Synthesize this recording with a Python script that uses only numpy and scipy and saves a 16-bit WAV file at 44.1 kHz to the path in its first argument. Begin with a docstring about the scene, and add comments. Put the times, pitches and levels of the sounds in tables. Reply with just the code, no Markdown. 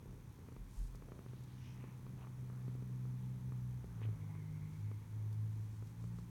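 """A cat purring on a bed

A cat purrs softly, close by: its voice box shuts and reopens, knocking its chest and ticking in its throat.
A hand strokes and scratches its fur and bumps the mattress; late on, a faint airy whistle comes and goes.
A low drone, like an engine outside, comes through the wall, sinks in pitch and climbs part of the way back.
Under it all lie room rumble, microphone hiss and a thin mains buzz."""
import sys
import numpy as np
from scipy import signal
from scipy.fft import rfft, irfft
from scipy.io import wavfile
from scipy.ndimage import uniform_filter1d

SR = 44100
rng = np.random.default_rng(int(sys.argv[2]) if len(sys.argv) > 2 else 0)


def unload_audio(sound):
    """Save the sound as a 16-bit wav file, at the path given as the first command line argument."""
    columns = np.transpose(np.atleast_2d(sound))
    # keep every value between -1 and 1, then stretch to whole-number steps
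    steps = np.round(np.clip(columns, -1, 1) * 32767)
    wavfile.write(sys.argv[1], SR, steps.astype(np.int16))


N = 277814
TIME = np.arange(N) / SR
BIN_HZ = np.arange(N // 2 + 1) * SR / N  # the frequencies of a spectrum
PURR_HZ = 27.95  # beats a second


def undb(db):
    """Turn decibels into a factor to multiply by."""
    return 10 ** (np.asarray(db) / 20)


def unit(x):
    """Scale a sound to an average strength (rms) of 1."""
    return x / np.sqrt(np.mean(x ** 2))


def curve(rows, at=TIME):
    """Join (time, value) points with straight lines."""
    return np.interp(at, *np.transpose(rows))


def noise():
    """An even hiss: white noise."""
    return rng.standard_normal(N)


def wander(rate_hz):
    """A smooth random wobble with a spread near 1."""
    hold = max(int(SR / rate_hz), 2)
    steps = np.repeat(rng.standard_normal(N // hold + 1), hold)
    return unit(uniform_filter1d(uniform_filter1d(steps, hold), hold)[:N])


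def swell(peak_s, rise_s, fall_s):
    """A bell-shaped curve that grows to 1 and falls away."""
    return np.exp(-.5 * ((TIME - peak_s) / np.where(TIME < peak_s, rise_s, fall_s)) ** 2)


def clicks(times, sizes):
    """Single sharp pushes at the given times."""
    out = np.zeros(N)
    np.add.at(out, np.clip((np.asarray(times) * SR).astype(int), 0, N - 1), sizes)
    return out


def resonate(x, hz, width_hz):
    """One resonance: its own pitch passes fully, others are weakened."""
    return signal.lfilter(*signal.iirpeak(hz, hz / width_hz, fs=SR), x)


def body(x, modes):
    """Ring several resonances side by side, scaled so that a push of 1 peaks at 1."""
    def ring(push):
        return sum(undb(db) * resonate(resonate(push, hz, 1.5 * width), hz, 1.5 * width)
                   for hz, width, db in modes)
    return ring(x) / np.abs(ring(signal.unit_impulse(2048))).max()


def colour(x, points):
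    """Shape a sound's lows and highs along (Hz, dB) points, at strength 1."""
    hz, db = np.transpose(points)
    gain = undb(np.interp(np.log(np.maximum(BIN_HZ, 1)), np.log(hz), db))
    return unit(irfft(rfft(x) * gain, N))


def band(x, hz, width_hz):
    """Keep one band of frequencies, at strength 1."""
    return unit(irfft(rfft(x) / (1 + np.abs(2 * (BIN_HZ - hz) / width_hz) ** 3), N))


def purr(soft_db=10, snap_db=3, scatter_db=1.0, reopen_db=-5, reopen_share=.45, throat_db=-17,
         flutter_db=-2, lag_s=0.001404):
    """The voice box shuts and reopens about 28 times a second, knocking the chest, ticking the throat."""
    # strength of the purr: (time [s], relative level [dB])
    strength = [(0, -64), (0.14, -63.5), (0.3, -75), (0.45, -65), (0.75, -75), (1.2, -64.5), (1.62, -75),
                (1.88, -65.5), (2.65, -66), (3.72, -71.5), (4.08, -64), (4.45, -67), (5.0, -78), (5.2, -66),
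                (5.67, -81), (6.02, -71), (6.3, -81)]
    # resonances of the chest and of the throat: (pitch [Hz], width [Hz], relative level [dB])
    chest = [(180, 91, 5.5), (251, 120, 5), (371, 109, 2.5)]
    throat = [(1110, 230, 5.5), (1600, 240, -12), (2320, 106, -6.5)]
    snap_s, peak_db, bright_db = np.transpose(snaps())  # includes the hand's two crackles
    # evenly spaced soft beats fill the gaps between the snaps
    edges = np.r_[0, snap_s, N / SR]
    beats = np.concatenate([np.linspace(start, end, max(round((end - start) * PURR_HZ), 1) + 1)[1:-1]
                            for start, end in zip(edges, edges[1:])])
    shut_late, shut_loud, reopen_late, reopen_loud = rng.standard_normal((len(beats), 4)).T
    shut_s = beats + 0.00199 * shut_late
    reopen_s = shut_s + reopen_share / PURR_HZ + 0.00297 * reopen_late
    size = undb(curve(strength, shut_s) + soft_db)
    soft = clicks(shut_s, size * undb(scatter_db * shut_loud))
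    soft += clicks(reopen_s, size * undb(reopen_db + scatter_db * reopen_loud))
    knocks = soft + clicks(snap_s + lag_s, undb(peak_db + snap_db))
    ticks = soft * undb(throat_db) + clicks(snap_s + lag_s, undb(peak_db + bright_db))
    # soft tissue keeps fluttering between the beats
    flutter = unit(body(noise(), chest)) * undb(curve(strength) + flutter_db)
    sound = body(knocks, chest) + body(ticks, throat) + flutter
    # the nose passage swallows part of a band between chest and throat
    return sound - 0.39 * resonate(sound, hz=623, width_hz=590)


def snaps(fade_db=1.0, dull_db=1.2):
    """List the sharp snaps: loud purr beats, plus two bright crackles from the stroking hand."""
    # runs of snaps, each snap weaker and duller than the last; the hand's are at 2.246 and 2.269 s:
    # (start [s], snaps [count], spacing [beats], relative level [dB], brightness [dB])
    runs = [(0.057, 2, 2, -51, -26), (0.388, 1, 1, -51, -20), (0.485, 2, 1, -48, -8),
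            (0.563, 1, 1, -47, -9), (0.947, 1, 1, -51, -3.5), (1.021, 1, 1, -48, -5.5),
            (1.085, 1, 1, -48.5, -9), (1.118, 4, 2, -45, -6.5), (1.839, 1, 1, -45, -9),
            (2.064, 1, 1, -49.5, -5), (2.246, 1, 1, -55, 3), (2.269, 1, 1, -51, -1.5),
            (2.498, 1, 1, -50, -7), (2.679, 3, 2, -46, -13), (3.052, 1, 1, -52.5, -5),
            (3.52, 1, 1, -49.5, -1.5), (3.842, 1, 1, -45, -20), (4.015, 3, 1, -47, -7),
            (4.351, 1, 1, -56, -0.5), (4.913, 1, 1, -47, -6.5), (5.823, 1, 1, -49, -8),
            (6.039, 1, 1, -50, -5), (6.185, 1, 1, -50, -2.5)]
    return [(start + k * round(spacing) / PURR_HZ, db - k * fade_db, bright - k * dull_db)
            for start, count, spacing, db, bright in runs for k in range(round(count))]


def drone(waver=0.0047, flicker_db=1.0, partials=5):
    """Only an engine's lowest partials (multiples of its firing rate) pass the wall into the room."""
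    # speed of the engine: (time [s], firing rate [Hz])
    speed = [(0, 61.75), (0.3, 62.75), (3.3, 62.96), (3.78, 62.17), (4.03, 55.06), (4.2, 51.63),
             (4.68, 51.03), (4.95, 53.44), (5.3, 53.66), (5.8, 53.86), (6.05, 57.1), (6.3, 58.94)]
    # strength of the drone before the room shapes it: (time [s], level [dB])
    strength = [(0, -56.5), (1.22, -56.5), (1.3, -47.5), (1.85, -47.5), (2.7, -40), (3.3, -38.5),
                (4.08, -40.5), (5.45, -39.5), (5.78, -47), (6.05, -35.5), (6.3, -43)]
    # brief swells and dips of one partial: (time [s], half length [s], partial [number], change [dB])
    changes = [(3.4, 0.026, 2, -7), (3.724, 0.22, 1, 8), (3.847, 0.033, 2, -6), (3.86, 0.083, 3, -3.5),
               (4.085, 0.03, 2, 3.5), (4.175, 0.018, 2, -14), (4.717, 0.036, 2, -9.5),
               (5.055, 0.053, 2, -12), (5.12, 0.18, 3, -5), (5.917, 0.042, 2, -16)]
    hz, level_db = curve(speed), curve(strength)
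    phase = 2 * np.pi * np.cumsum(hz * (1 + waver * wander(20))) / SR
    out = np.zeros(N)
    for k in range(1, partials + 1):
        change_db = sum(db * swell(s, half, half) for s, half, number, db in changes if round(number) == k)
        gain = undb(level_db + change_db + flicker_db * wander(25)) * room_gain(k * hz)
        out += gain * np.sin(k * phase + rng.uniform(0, 2 * np.pi))
    return np.sqrt(2) * out


def room_gain(hz):
    """The room carries a tone more strongly when it is near one of the room's resonances."""
    # resonances of the room: (pitch [Hz], width [Hz], gain [dB])
    modes = [(59, 6.2, -20.5), (107.9, 7.85, -1.5), (123.97, 11.7, -5), (150.4, 10.7, -6),
             (176.3, 12.85, -15.5), (192.4, 14, -20), (250, 20, -31.5)]
    return sum(undb(db) / (1 + (2 * (hz - centre) / width) ** 2) for centre, width, db in modes)


def rumble_and_hiss(rumble_db=-55.5, hiss_db=-73, sway_db=0.16, creep_db=1, creep_s=0.8):
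    """The room rumbles and the microphone hisses; both start a little quiet and creep up."""
    # tone colour of the rumble and of the hiss: (frequency [Hz], relative level [dB])
    rumble_shape = [(20, -20.5), (35, -2.5), (55, -4), (85, 2.5), (130, 2.5), (190, -5), (260, -9),
                    (400, -18), (650, -28), (780, -25.5), (860, -20), (1100, -24), (1500, -33.5),
                    (3000, -47)]
    hiss_shape = [(500, -11), (1500, 9), (2450, 6.5), (2800, 1), (3200, 3.5), (4400, 0.5), (4950, -2.5),
                  (6100, 2), (7600, -3.5), (9800, 0), (10450, -6), (11200, -2), (13500, -3.5), (17000, -7)]
    rumble = colour(noise(), rumble_shape) * undb(rumble_db + sway_db * wander(5))
    hiss = colour(noise(), hiss_shape) * undb(hiss_db)
    creep = undb(-creep_db * np.exp(-TIME / creep_s))
    return creep * (rumble + hiss)


def mains_buzz(mains_hz=59.99, level_db=-82.5, first_s=.0101, scatter_db=1.5, jitter_s=.00005):
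    """One tiny electric spike in every cycle of the mains power makes a thin buzz."""
    # tone colour of the buzz: (frequency [Hz], relative level [dB])
    buzz_shape = [(2000, -47), (4800, -6.5), (6200, 6.5), (7700, -4), (8600, -0.5), (9700, -1), (10500, -2),
                  (12000, 0.5), (17000, -8)]
    times = np.arange(first_s, N / SR, 1 / mains_hz)
    late, loud = rng.standard_normal((len(times), 2)).T
    spikes = clicks(times + jitter_s * late, undb(scatter_db * loud))
    return colour(spikes, buzz_shape) * undb(level_db)


def mattress(hz=42.2, width_hz=5.2):
    """Each push sets the mattress swaying at its low resonance, which then dies away."""
    # pushes on the mattress: (start [s], length [s], peak level [dB])
    pushes = [(0.073, 0.018, -51), (0.561, 0.061, -44), (0.765, 0.049, -35), (0.902, 0.059, -48.5),
              (0.991, 0.047, -50.5), (2.002, 0.04, -56)]
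    out = np.zeros(N)
    for start, length, db in pushes:
        age = np.maximum(TIME - start, 0)
        rise = np.sin(np.pi / 2 * np.minimum(age / length, 1))
        fade = np.exp(-np.pi * width_hz * np.maximum(age - length, 0))
        out += undb(db) * rise * fade * np.sin(2 * np.pi * hz * age)
    return out


def strokes(grain_db=2.5, scratch_s=0.035):
    """Hairs slip under the hand in a grainy rustle as it strokes and scratches."""
    # strokes on fur and bedding: (peak time [s], rise [s], fall [s], level [dB], centre [Hz], width [Hz])
    sweeps = [(0.79, 0.067, 0.085, -70.5, 7460, 9600), (1.15, 0.096, 0.074, -71, 595, 300),
              (1.45, 0.17, 0.17, -77, 3250, 3400), (1.68, 0.08, 0.05, -75, 5600, 1750),
              (1.69, 0.07, 0.05, -69.5, 2650, 1800), (1.83, 0.05, 0.075, -70, 2130, 1500),
              (1.84, 0.097, 0.092, -71, 980, 400), (2.225, 0.033, 0.03, -64.5, 920, 850),
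              (2.23, 0.04, 0.016, -72.5, 2300, 1800), (2.55, 0.052, 0.095, -73, 1250, 1400),
              (3.22, 0.028, 0.03, -78, 3280, 1800), (4.042, 0.019, 0.013, -63, 2430, 1900),
              (4.02, 0.13, 0.14, -72, 1140, 1090), (4.32, 0.064, 0.037, -69.5, 970, 447),
              (4.75, 0.039, 0.098, -79, 4476, 8020)]
    # fingertips scratching the head: (time [s], level [dB])
    scratches = [(5.54, -80), (5.65, -81), (5.75, -79), (5.88, -79), (6.05, -76.5), (6.201, -78)]
    friction = noise() * undb(grain_db * wander(500))
    out = np.zeros(N)
    for s, rise, fall, db, hz, width_hz in sweeps:
        shifted = np.roll(friction, rng.integers(N))  # each stroke gets its own grain
        out += undb(db) * swell(s, rise, fall) * band(shifted, hz, width_hz)
    scratching = sum(undb(db) * swell(s, scratch_s, scratch_s) for s, db in scratches)
    return out + scratching * band(friction, hz=6500, width_hz=6500)


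def hair_ticks(gain_db=-5, fade_s=0.0052):
    """Hair and cloth let go with tiny ticks, each a quickly fading burst of bright noise."""
    # ticks of hair and cloth: (time [s], relative level [dB])
    ticks = [(0.955, -53), (1.4363, -57), (5.3273, -55.5), (5.8717, -60), (6.1875, -59)]
    times, db = np.transpose(ticks)
    releases = clicks(times, undb(db + gain_db)) + 1e-18
    fades = signal.lfilter([1], [1, -np.exp(-1 / (fade_s * SR))], releases)
    return resonate(fades * noise(), hz=5000, width_hz=7000)


def whistle(hz=2140, width_hz=360, flicker_db=3.0):
    """A faint, narrow band of noise comes and goes as an airy tone in broken wisps."""
    # strength of the whistle: (time [s], level [dB])
    strength = [(3.9, -100), (4.15, -77.5), (4.87, -78.5), (5.05, -83.5), (5.6, -100)]
    return band(noise(), hz, width_hz) * undb(curve(strength) + flicker_db * wander(55))


def scene():
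    """Cat, hand and bed close by, the drone and background behind them, in one channel."""
    sound = purr() + drone() + mattress() + strokes() + hair_ticks() + whistle()
    return (sound + rumble_and_hiss() + mains_buzz())[None]


def record(dry, top_hz=17100):
    """The recorder cuts off the very highest treble."""
    return signal.sosfilt(signal.ellip(10, .2, 70, top_hz, fs=SR, output="sos"), dry)


dry = scene()
out = record(dry)
unload_audio(out)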